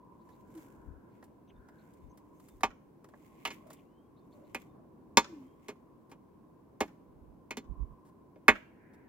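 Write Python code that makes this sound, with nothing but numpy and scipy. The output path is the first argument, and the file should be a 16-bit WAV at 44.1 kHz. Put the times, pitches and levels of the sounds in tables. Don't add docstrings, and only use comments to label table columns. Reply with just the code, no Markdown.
import sys
import numpy as np
from scipy import signal
from scipy.fft import rfft, irfft
from scipy.io import wavfile

SR = 44100
rng = np.random.default_rng(int(sys.argv[2]) if len(sys.argv) > 2 else 0)


def wav_record(signal):
    frames = np.transpose(np.atleast_2d(signal))
    bounded = np.clip(frames, -1, 1)
    quanta = np.round(bounded * 32767).astype(np.int16)
    wavfile.write(sys.argv[1], SR, quanta)


N = 400428
TIME = np.arange(N) / SR

# [t/s, strength level/dB; relative to it: weight of earth level/dB, scrape of the edge level/dB,
# crushed grit level/dB; time the earth takes to give way t/s, free ring of the blade level/dB,
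# spilling crumbs level/dB (both relative to the crunch), pitch favoured by the point of contact f/Hz]
BLOWS = [(2.6326, -28.5, -11, -13, -16, 0.0075, -8, -9, 925),
         (3.4512, -35.5, -16.5, -11, -9.5, 0.014, -17, -19.5, 2900),
         (3.474, -49.5, -4, -3, -4, 0.0031, -2.5, -23, 2369),
         (3.5037, -50.5, -10, -5.5, -12, 0.013, -5, -7, 2600),
         (4.5461, -41.5, -6, -11, -6, 0.0086, -11, -15, 2350),
         (5.171, -21, -7, -1.5, -8, 0.0052, -5.5, -23, 1100),
         (5.683, -47.5, -2, -8.5, -7.5, 0.021, -11.5, -15, 475.9),
         (6.115, -60, -2.5, -10, -7, .014, -15, -10, 920),
         (6.805, -33.5, -0.5, -10.5, -9.5, 0.015, -10.5, -28, 763),
         (7.5071, -44.5, -5, -7, -9, .0072, -10.5, -33, 2190),
         (7.5696, -47, 0, -3.5, -3, 0.011, -8, -33, 257.2),
         (8.358, -73, 10.5, -17, -24, .003, -8.5, -29.5, 590),
         (8.4812, -17.5, -9, -17.5, -15.5, 0.012, -8, -33, 2060)]
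# [trim level/dB, 60 dB decay of the crunch t/s, share of the give time that it lasts]
BLOW_VOICES = [(-19, 0.074, 0.97), (-0.6, 0.26, 0.95), (-0.1, .085, 0.91), (-3, 0.087, 1), (-3.5, .075, .9),
               (-1, 0.066, 0.52), (-7.5, .065, .4)]
# [lowest f/Hz, highest f/Hz]
BLOW_BANDS = [(35, 110), (175, 350), (350, 620), (620, 1350), (1350, 3200), (3200, 7000), (7000, 18000)]
# [f/Hz, level/dB]
SHOVEL_MODES = [(226, 1), (266, 0), (315, -4), (418, 4), (530, -3), (619, -6), (775, -3), (822, -4),
                (936, 3), (1040, -4), (1115, -4), (1174, -1), (1456, -6), (1564, -7), (1714, 1), (1770, -5),
                (1878, -7), (1993, -2), (2157, 4), (2300, -6), (2432, 2), (2562, -1), (2700, -9),
                (3052, -6), (3330, -14), (3525, -7), (4168, -5), (4400, -7), (5850, -9), (6590, -7),
                (7310, -8)]
RING_T60_S = .078
CONTACT_DB, CONTACT_OCTAVES = 5.5, 0.54

# [t/s, knock of the stone level/dB, its grit level/dB, time spent crumbling t/s]
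PEBBLES = [(.289, -70.5, -82, .002), (.551, -78, -72, .002), (.575, -69, -72, 0.00568),
           (1.226, -61.5, -80, 0.00317), (1.24, -84, -72, .002), (1.686, -64.5, -80.5, 0.0018),
           (1.936, -90, -77.5, .002), (2.174, -76, -71.5, 0.0018), (2.398, -76.5, -74.5, .002),
           (2.485, -77, -68.5, .002), (2.607, -63, -69.5, .002), (3.043, -63, -74.5, .002),
           (3.087, -73, -79, 0.0016), (3.1365, -55, -100, 0.0018), (3.67, -81.5, -76, .002),
           (3.703, -60.5, -66, 0.002747), (3.7305, -77, -62.5, .0015), (6.095, -78, -78, .019),
           (8.05, -81, -81, 0.045), (8.934, -74, -80.5, 0.015)]
# [trim level/dB, share that follows the grit rather than the knock]
PEBBLE_VOICES = [(4, 0.18), (-1, 0.17), (-3.5, 0.65), (-1, 1)]
PEBBLE_EDGES = [400, 1100, 2000, 6000, 16500]
PEBBLE_T60_S = 0.059

# [fastest flow t/s, build-up t/s, die-away t/s, coarse crumbs level/dB, fine soil level/dB]
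SLIDES = [(.32, 0.11, 0.27, -85, -83), (.59, 0.075, 0.12, -76, -72.5), (1.17, .07, 0.089, -82.5, -87.5),
          (1.83, 0.1249, 0.28, -83, -83.5), (2.46, 0.079, .11, -81.5, -75.5),
          (3.26, 0.12, 0.15, -79.5, -79.5), (3.44, 0.11, 0.14, -72.5, -78), (3.53, .015, 0.03, -60, -66),
          (3.73, .04, 0.053, -72, -74), (4.35, .08, .1, -87.5, -84.5), (4.62, 0.1, 0.03488, -71.5, -74.5),
          (5.28, 0.04152, 0.26, -80, -82.5), (5.64, .05, 0.087, -80, -84), (6.85, 0.019, 0.052, -80, -77),
          (8.56, 0.039, 0.04, -66, -76)]
SCRATCH_DB = -10
# [f/Hz, relative level per Hz/dB]
RASP_SPECTRUM = [(1400, -17.5), (2100, 5.5), (2500, 0.5), (3100, -5), (3500, -7.5), (4500, -25)]
SCRATCH_SPECTRUM = [(2500, -18), (3700, -1), (4500, 0), (5600, -2), (7000, -20.5)]
HISS_SPECTRUM = [(3500, -33), (5500, -4.5), (7000, 3), (9500, -4.5), (12500, 1.5), (16000, -2.5)]

# [f/Hz, left lead/rad, left minus right level/dB]
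PORTS = [(100, 0, -.8), (500, -.25, -2.5), (850, -.35, 1), (1300, -1.2, -3.5), (2400, -1.2, -2.5),
         (3500, -.9, -2), (5500, -1.4, 5), (6500, -3.8, 4), (7500, -5.6, 1), (10000, -6.6, 4),
         (12500, -7.8, -4), (16000, -8, 0)]
# [f/Hz, likeness]
LIKENESS = [(30, .3), (80, 0.8), (160, .93), (400, 0.26), (900, 0.59), (1500, 0.019), (16000, 0.12)]
ECHO_S = .071

# [length t/s, first f/Hz, last f/Hz, waver as a share of f]
CHIRP = (.048, 3550, 4200, .1)
PIP = (.085, 3580, 3595, .002)
SLUR = (.28, 2530, 3260, 0.0037)
SCOLD = (.058, 3600, 2500, 0.17)
TSIP = (.04, 6100, 6300, 0.042)
# [t/s, level before trim/dB]
CHIRP_CALLS = [(.19, -80), (.31, -73), (1.1, -84), (1.78, -72), (4.16, -75.5), (4.31, -74.5), (4.44, -81)]
PIP_CALLS = [(1.52, -83), (2.0, -88), (2.465, -76), (4.18, -85.5), (4.67, -85.5)]
SLUR_CALLS = [(3.82, -81), (4.37, -85), (5.3, -81)]
SCOLD_CALLS = [(1.47, -66.5), (3.76, -66)]
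TSIP_CALLS = [(1.47, -78), (2.09, -76), (2.35, -77)]
# [t/s, length t/s, first f/Hz, last f/Hz, level before trim/dB, waver as a share of f]
LOW_TONES = [(.545, 0.06, 356, 304, -46, 0.01), (5.26, .22, 405, 252.3, -47.5, .01)]

# [t/s, half length t/s, level/dB, lowest f/Hz, highest f/Hz]
SWELLS = [(0.796, 0.34, -76, 1300, 1680), (1.723, .17, -74.5, 1397, 1720), (3.677, .04, -61, 583, 663),
          (4.403, 0.047, -63.5, 536, 617), (4.77, 0.046, -67, 602, 703), (8.92, 0.16, -72, 1640, 2450)]
# [t/s, half length t/s, level/dB, left minus right level/dB]
WIND = [(0.79, 0.018, -61, 10), (0.893, 0.035, -53, 18), (0.96, 0.02664, -64, 8), (1.579, 0.035, -57, 8.5),
        (2.063, 0.0338, -56, 12), (2.56, 0.026, -57.5, -1), (2.665, 0.039, -55, -1.5),
        (7.254, 0.11, -61.5, -17), (7.712, 0.02438, -46, -17), (7.813, 0.038, -44.5, -14),
        (7.92, 0.021, -52.5, -12)]
# [f/Hz, relative level per Hz/dB]
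PUFF_SPECTRUM = [(20, -15.5), (45, 0), (65, 1), (100, -12.5), (160, -15), (300, -35)]

# [t/s, hum level before trim/dB, narrow resonance level/dB]
VALLEY = [(0.0, -62, -66.5), (0.7, -59, -68), (1.59, -62, -78.5), (2.27, -61.5, -70.5), (2.98, -62.5, -83),
          (3.29, -62, -69.5), (3.59, -59, -69.5), (4.05, -63.5, -78.5), (4.37, -59.5, -72.5),
          (5.06, -60, -77), (5.28, -59, -71), (5.59, -62, -74), (6.7, -62, -72.5), (7.46, -61.5, -77),
          (7.74, -60, -65), (7.96, -62.5, -72), (8.9, -61.5, -81.5), (9.08, -60.5, -78)]
# [t/s, f/Hz]
HUM_PEAK = [(0, 995.6), (2.5, 1014), (3.5, 1064), (4.5, 1085), (5.5, 1045), (7, 1058), (9.08, 1021)]
# [f/Hz, relative level per Hz/dB]
HUM_SPECTRUM = [(15, -50.5), (25, -20.5), (48, -9.5), (97, -6.5), (213, -1.5), (321, -1), (356, -3.5),
                (694, -16), (913, -17.5), (994, -11.5), (1240, -33), (1500, -35.5), (1950, -64),
                (3300, -120)]
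EDGE_SPECTRUM = [(900, -20.5), (1250, 0.5), (1580, 0), (1950, -7.5), (2600, -12.5)]
AIR_SPECTRUM = [(1500, -6.5), (2200, 4), (3200, -.5), (4500, -2), (7000, -3.5), (10000, -2.5), (13000, -1),
                (16000, -1.5)]
EDGE_DB, AIR_DB = -85.5, -87

CUTOFF_HZ = 16100


def blows(crack_db=6.0, crack_s=0.0015, rise_s=0.0004, spill_t60=0.057, clump_db=2.5):
    out = np.zeros((2, N))
    t = np.arange(SR // 4) / SR
    onset = 1 - np.exp(-t / rise_s)
    crack = 1 + from_db(crack_db) * np.exp(-t / crack_s)
    for s, strength_db, weight_db, scrape_db, grit_db, give_s, ring_db, spill_db, favoured_hz in BLOWS:
        levels = strength_db + voice_levels(weight_db, scrape_db, grit_db, favoured_hz)
        ring = from_db(ring_db) * shovel_ring(t, give_s, favoured_hz)
        clumps = from_db(spill_db + clump_db * drift(150, size=len(t)))
        spill = clumps * crunch(t, give_s, spill_t60, grain_db=5.5)
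        for level_db, (low_hz, high_hz), (trim_db, t60, share) in zip(levels, BLOW_BANDS, BLOW_VOICES):
            crushed = crack * crunch(t, share * give_s, t60) + spill
            contact = onset * (ring + struck_stone(crushed, favoured_hz))
            add(out, s, voiced(contact, low_hz, high_hz, level_db + trim_db))
    return out


def voice_levels(weight_db, scrape_db, grit_db, favoured_hz):
    centre_hz = np.sqrt(np.prod(BLOW_BANDS, axis=1))
    lift_db = CONTACT_DB * np.exp(-(np.log2(centre_hz / favoured_hz) / CONTACT_OCTAVES) ** 2)
    return lift_db + np.array([weight_db, weight_db, weight_db, 0, 0, scrape_db, grit_db])


def shovel_ring(t, give_s, favoured_hz, favour_db=8.0, reach_octaves=0.55, scatter_db=2.5):
    hz, level_db = np.transpose(SHOVEL_MODES)[:, :, None]
    strength, phase_turns = rng.standard_normal((2, len(SHOVEL_MODES), 1))
    favour = np.exp(-(np.log2(hz / favoured_hz) / reach_octaves) ** 2)
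    level_db = level_db + scatter_db * strength + favour_db * favour
    modes = from_db(level_db) * np.sin(2 * np.pi * (hz * t + phase_turns))
    damping_db = -60 * np.maximum(t - give_s / 2, 0) / RING_T60_S
    return modes.sum(axis=0) * from_db(damping_db)


def crunch(t, give_s, t60, grain_db=1.0, spread=0.39):
    snaps = rng.standard_normal(len(t)) + spread * rng.standard_normal((2, len(t)))
    decay_db = -60 * np.maximum(t - give_s, 0) / t60
    return snaps * from_db(grain_db * drift(1800, size=len(t)) + decay_db)


def struck_stone(x, stone_hz, stone_db=4.5, half_width_octaves=.17):
    width = 2 ** half_width_octaves
    return x + from_db(stone_db) * band(x, stone_hz / width, stone_hz * width, order=1)


def pebbles():
    out = np.zeros((2, N))
    t = np.arange(SR // 8) / SR
    for s, knock_db, grit_db, give_s in PEBBLES:
        for (trim_db, share), low_hz, high_hz in zip(PEBBLE_VOICES, PEBBLE_EDGES, PEBBLE_EDGES[1:]):
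            level_db = trim_db + knock_db + share * (grit_db - knock_db)
            add(out, s, voiced(crunch(t, give_s, PEBBLE_T60_S), low_hz, high_hz, level_db))
    return out


def voiced(x, low_hz, high_hz, level_db):
    x = band(at_ports(x), low_hz, high_hz)
    return from_db(level_db) * x / rms(x.mean(axis=0)[:SR // 50])


def at_ports(x):
    size = x.shape[-1]
    hz = np.arange(size + 1) * SR / (2 * size)
    half = np.exp(.5j * at_hz(PORTS, hz)) * from_db(at_hz(PORTS, hz, axis=2) / 2)
    return irfft(rfft(x, 2 * size) * np.array([half, 1 / half]))[:, :size]


def sliding_earth(grain_db=3.5, clump_db=1.95):
    rasp = scratch = hiss = 0
    for s, build_s, die_s, coarse_db, fine_db in SLIDES:
        steepness = np.maximum((s - TIME) / build_s, (TIME - s) / die_s)
        flow = np.exp(-np.minimum(steepness, 20))
        scratch_db = (coarse_db + fine_db) / 2 + SCRATCH_DB
        rasp = np.hypot(rasp, flow * from_db(coarse_db))
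        scratch = np.hypot(scratch, flow * from_db(scratch_db))
        hiss = np.hypot(hiss, flow * from_db(fine_db))
    grains = from_db(grain_db * drift(830) + clump_db * drift(34))
    crumbs = rasp * air_noise(RASP_SPECTRUM)
    scratches = scratch * air_noise(SCRATCH_SPECTRUM)
    soil = hiss * air_noise(HISS_SPECTRUM)
    return grains * (crumbs + scratches + soil)


def yard(x, tail_db=-32.5, t60=0.48, treble_t60=0.44, treble_db=0.0, echo_db=-38.0, echo_spread_s=0.0053):
    t = np.arange(SR) / SR
    low, high, slap = rng.standard_normal((3, 2, SR))
    low_tail = band(low, 200, 4000, order=2) * from_db(-60 * t / t60)
    treble_tail = band(high, 4000, 9000, order=2) * from_db(treble_db - 60 * t / treble_t60)
    tail = low_tail + treble_tail
    echo = band(slap, 600, 8700, order=1) * (t > ECHO_S) * np.exp(-np.abs(t - ECHO_S) / echo_spread_s)
    response = from_db(tail_db) * tail / rms(tail) + from_db(echo_db) * echo / rms(echo)
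    response = response / np.sqrt(SR)
    blurred = x * np.sqrt(2) * np.sin(2.2 * drift(650))
    return x + signal.fftconvolve(blurred, response, axes=1)[:, :N]


def birds():
    kinds = [(CHIRP, CHIRP_CALLS), (PIP, PIP_CALLS), (SLUR, SLUR_CALLS), (SCOLD, SCOLD_CALLS),
             (TSIP, TSIP_CALLS)]
    notes = []
    for (length_s, first_hz, last_hz, waver), calls in kinds:
        for s, level_db in calls:
            notes.append((s, length_s, first_hz, last_hz, level_db, waver))
    return whistles(notes, trim_db=-3.5, waver_rate=1000, flutter_db=5.0)


def low_tones():
    return whistles(LOW_TONES, trim_db=2.0, waver_rate=52, flutter_db=3.5)


def whistles(notes, trim_db, waver_rate, flutter_db):
    out = np.zeros((2, N))
    for s, length_s, first_hz, last_hz, level_db, waver in notes:
        u = np.linspace(0, 1, int(length_s * SR))
        glide_hz = last_hz + (first_hz - last_hz) * (1 - u) ** 2
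        hz = glide_hz * (1 + waver * drift(waver_rate, size=len(u)))
        flutter = flutter_db * drift(110, size=len(u))
        gain = from_db(level_db + trim_db + flutter) * np.sin(np.pi * u)
        add(out, s, gain * np.sin(2 * np.pi * np.cumsum(hz) / SR))
    return out


def far_swells():
    out = np.zeros((2, N))
    air = air_noise(EDGE_SPECTRUM)
    for s, half_s, level_db, low_hz, high_hz in SWELLS:
        sound = band(air, low_hz, high_hz, order=2)
        out += from_db(level_db) * swell(s, half_s) * sound / rms(sound.mean(axis=0))
    return out


def wind():
    gain = np.zeros((2, N))
    for s, half_s, level_db, pan_db in WIND:
        port_db = level_db + np.array([[pan_db], [-pan_db]]) / 2
        gain += from_db(port_db) * swell(s, half_s)
    return gain * air_noise(PUFF_SPECTRUM)


def valley(hum_trim_db=2.0, width_hz=45, waver_db=1.5):
    hum_db, peak_db = in_time(VALLEY)
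    centre_hz, = in_time(HUM_PEAK)
    wobble = air_noise([(1, 0), (width_hz, -3), (4 * width_hz, -20)])
    peak = np.sqrt(2) * wobble * np.sin(2 * np.pi * np.cumsum(centre_hz) / SR)
    resonance = from_db(peak_db + waver_db * drift(4.3)) * peak
    hum = from_db(hum_db + hum_trim_db) * air_noise(HUM_SPECTRUM)
    air = from_db(EDGE_DB) * air_noise(EDGE_SPECTRUM) + from_db(AIR_DB) * air_noise(AIR_SPECTRUM)
    return hum + resonance + air


def air_noise(spectrum):
    hz = np.arange(N // 2 + 1) * SR / N
    gain = from_db(at_hz(spectrum, hz)) / (1 + (hz / spectrum[-1][0] / 1.2) ** 12)
    alike = np.clip(at_hz(LIKENESS, hz), -1, 1)
    mid_side = rfft(rng.standard_normal((2, N))) * gain * np.sqrt([1 + alike, 1 - alike])
    mid, side = irfft(mid_side, N)
    return np.array([mid + side, mid - side]) / rms(mid)


def swell(s, half_s):
    return 1 / (1 + ((TIME - s) / half_s) ** 4)


def drift(rate, size=N):
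    return np.interp(np.arange(size) / SR * min(rate, SR / 2), np.arange(size), rng.standard_normal(size))


def band(x, low_hz, high_hz, order=4):
    edges_hz = [low_hz, min(high_hz, SR / 2 - 1000)]
    return signal.sosfilt(signal.butter(order, edges_hz, "band", fs=SR, output="sos"), x)


def from_db(db):
    return 10 ** (np.asarray(db) / 20)


def rms(x):
    return np.sqrt(np.mean(x ** 2) + 1e-20)


def in_time(rows):
    s, *columns = np.transpose(rows)
    return [np.interp(TIME, s, column) for column in columns]


def at_hz(points, hz, axis=1):
    points = np.array(points)
    return np.interp(np.log(hz + 1), np.log(points[:, 0]), points[:, axis])


def add(out, s, sound):
    at = max(round(s * SR), 0)
    out[:, at:at + sound.shape[-1]] += sound[..., :N - at]


def scene():
    in_yard = blows() + pebbles() + birds() + low_tones()
    return yard(in_yard) + sliding_earth() + far_swells() + wind() + valley()


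def record(dry):
    rounded = 1.2 * np.tanh(dry / 1.2)
    return signal.sosfilt(signal.ellip(10, .1, 70, CUTOFF_HZ, fs=SR, output="sos"), rounded)


dry = scene()
out = record(dry)
wav_record(out)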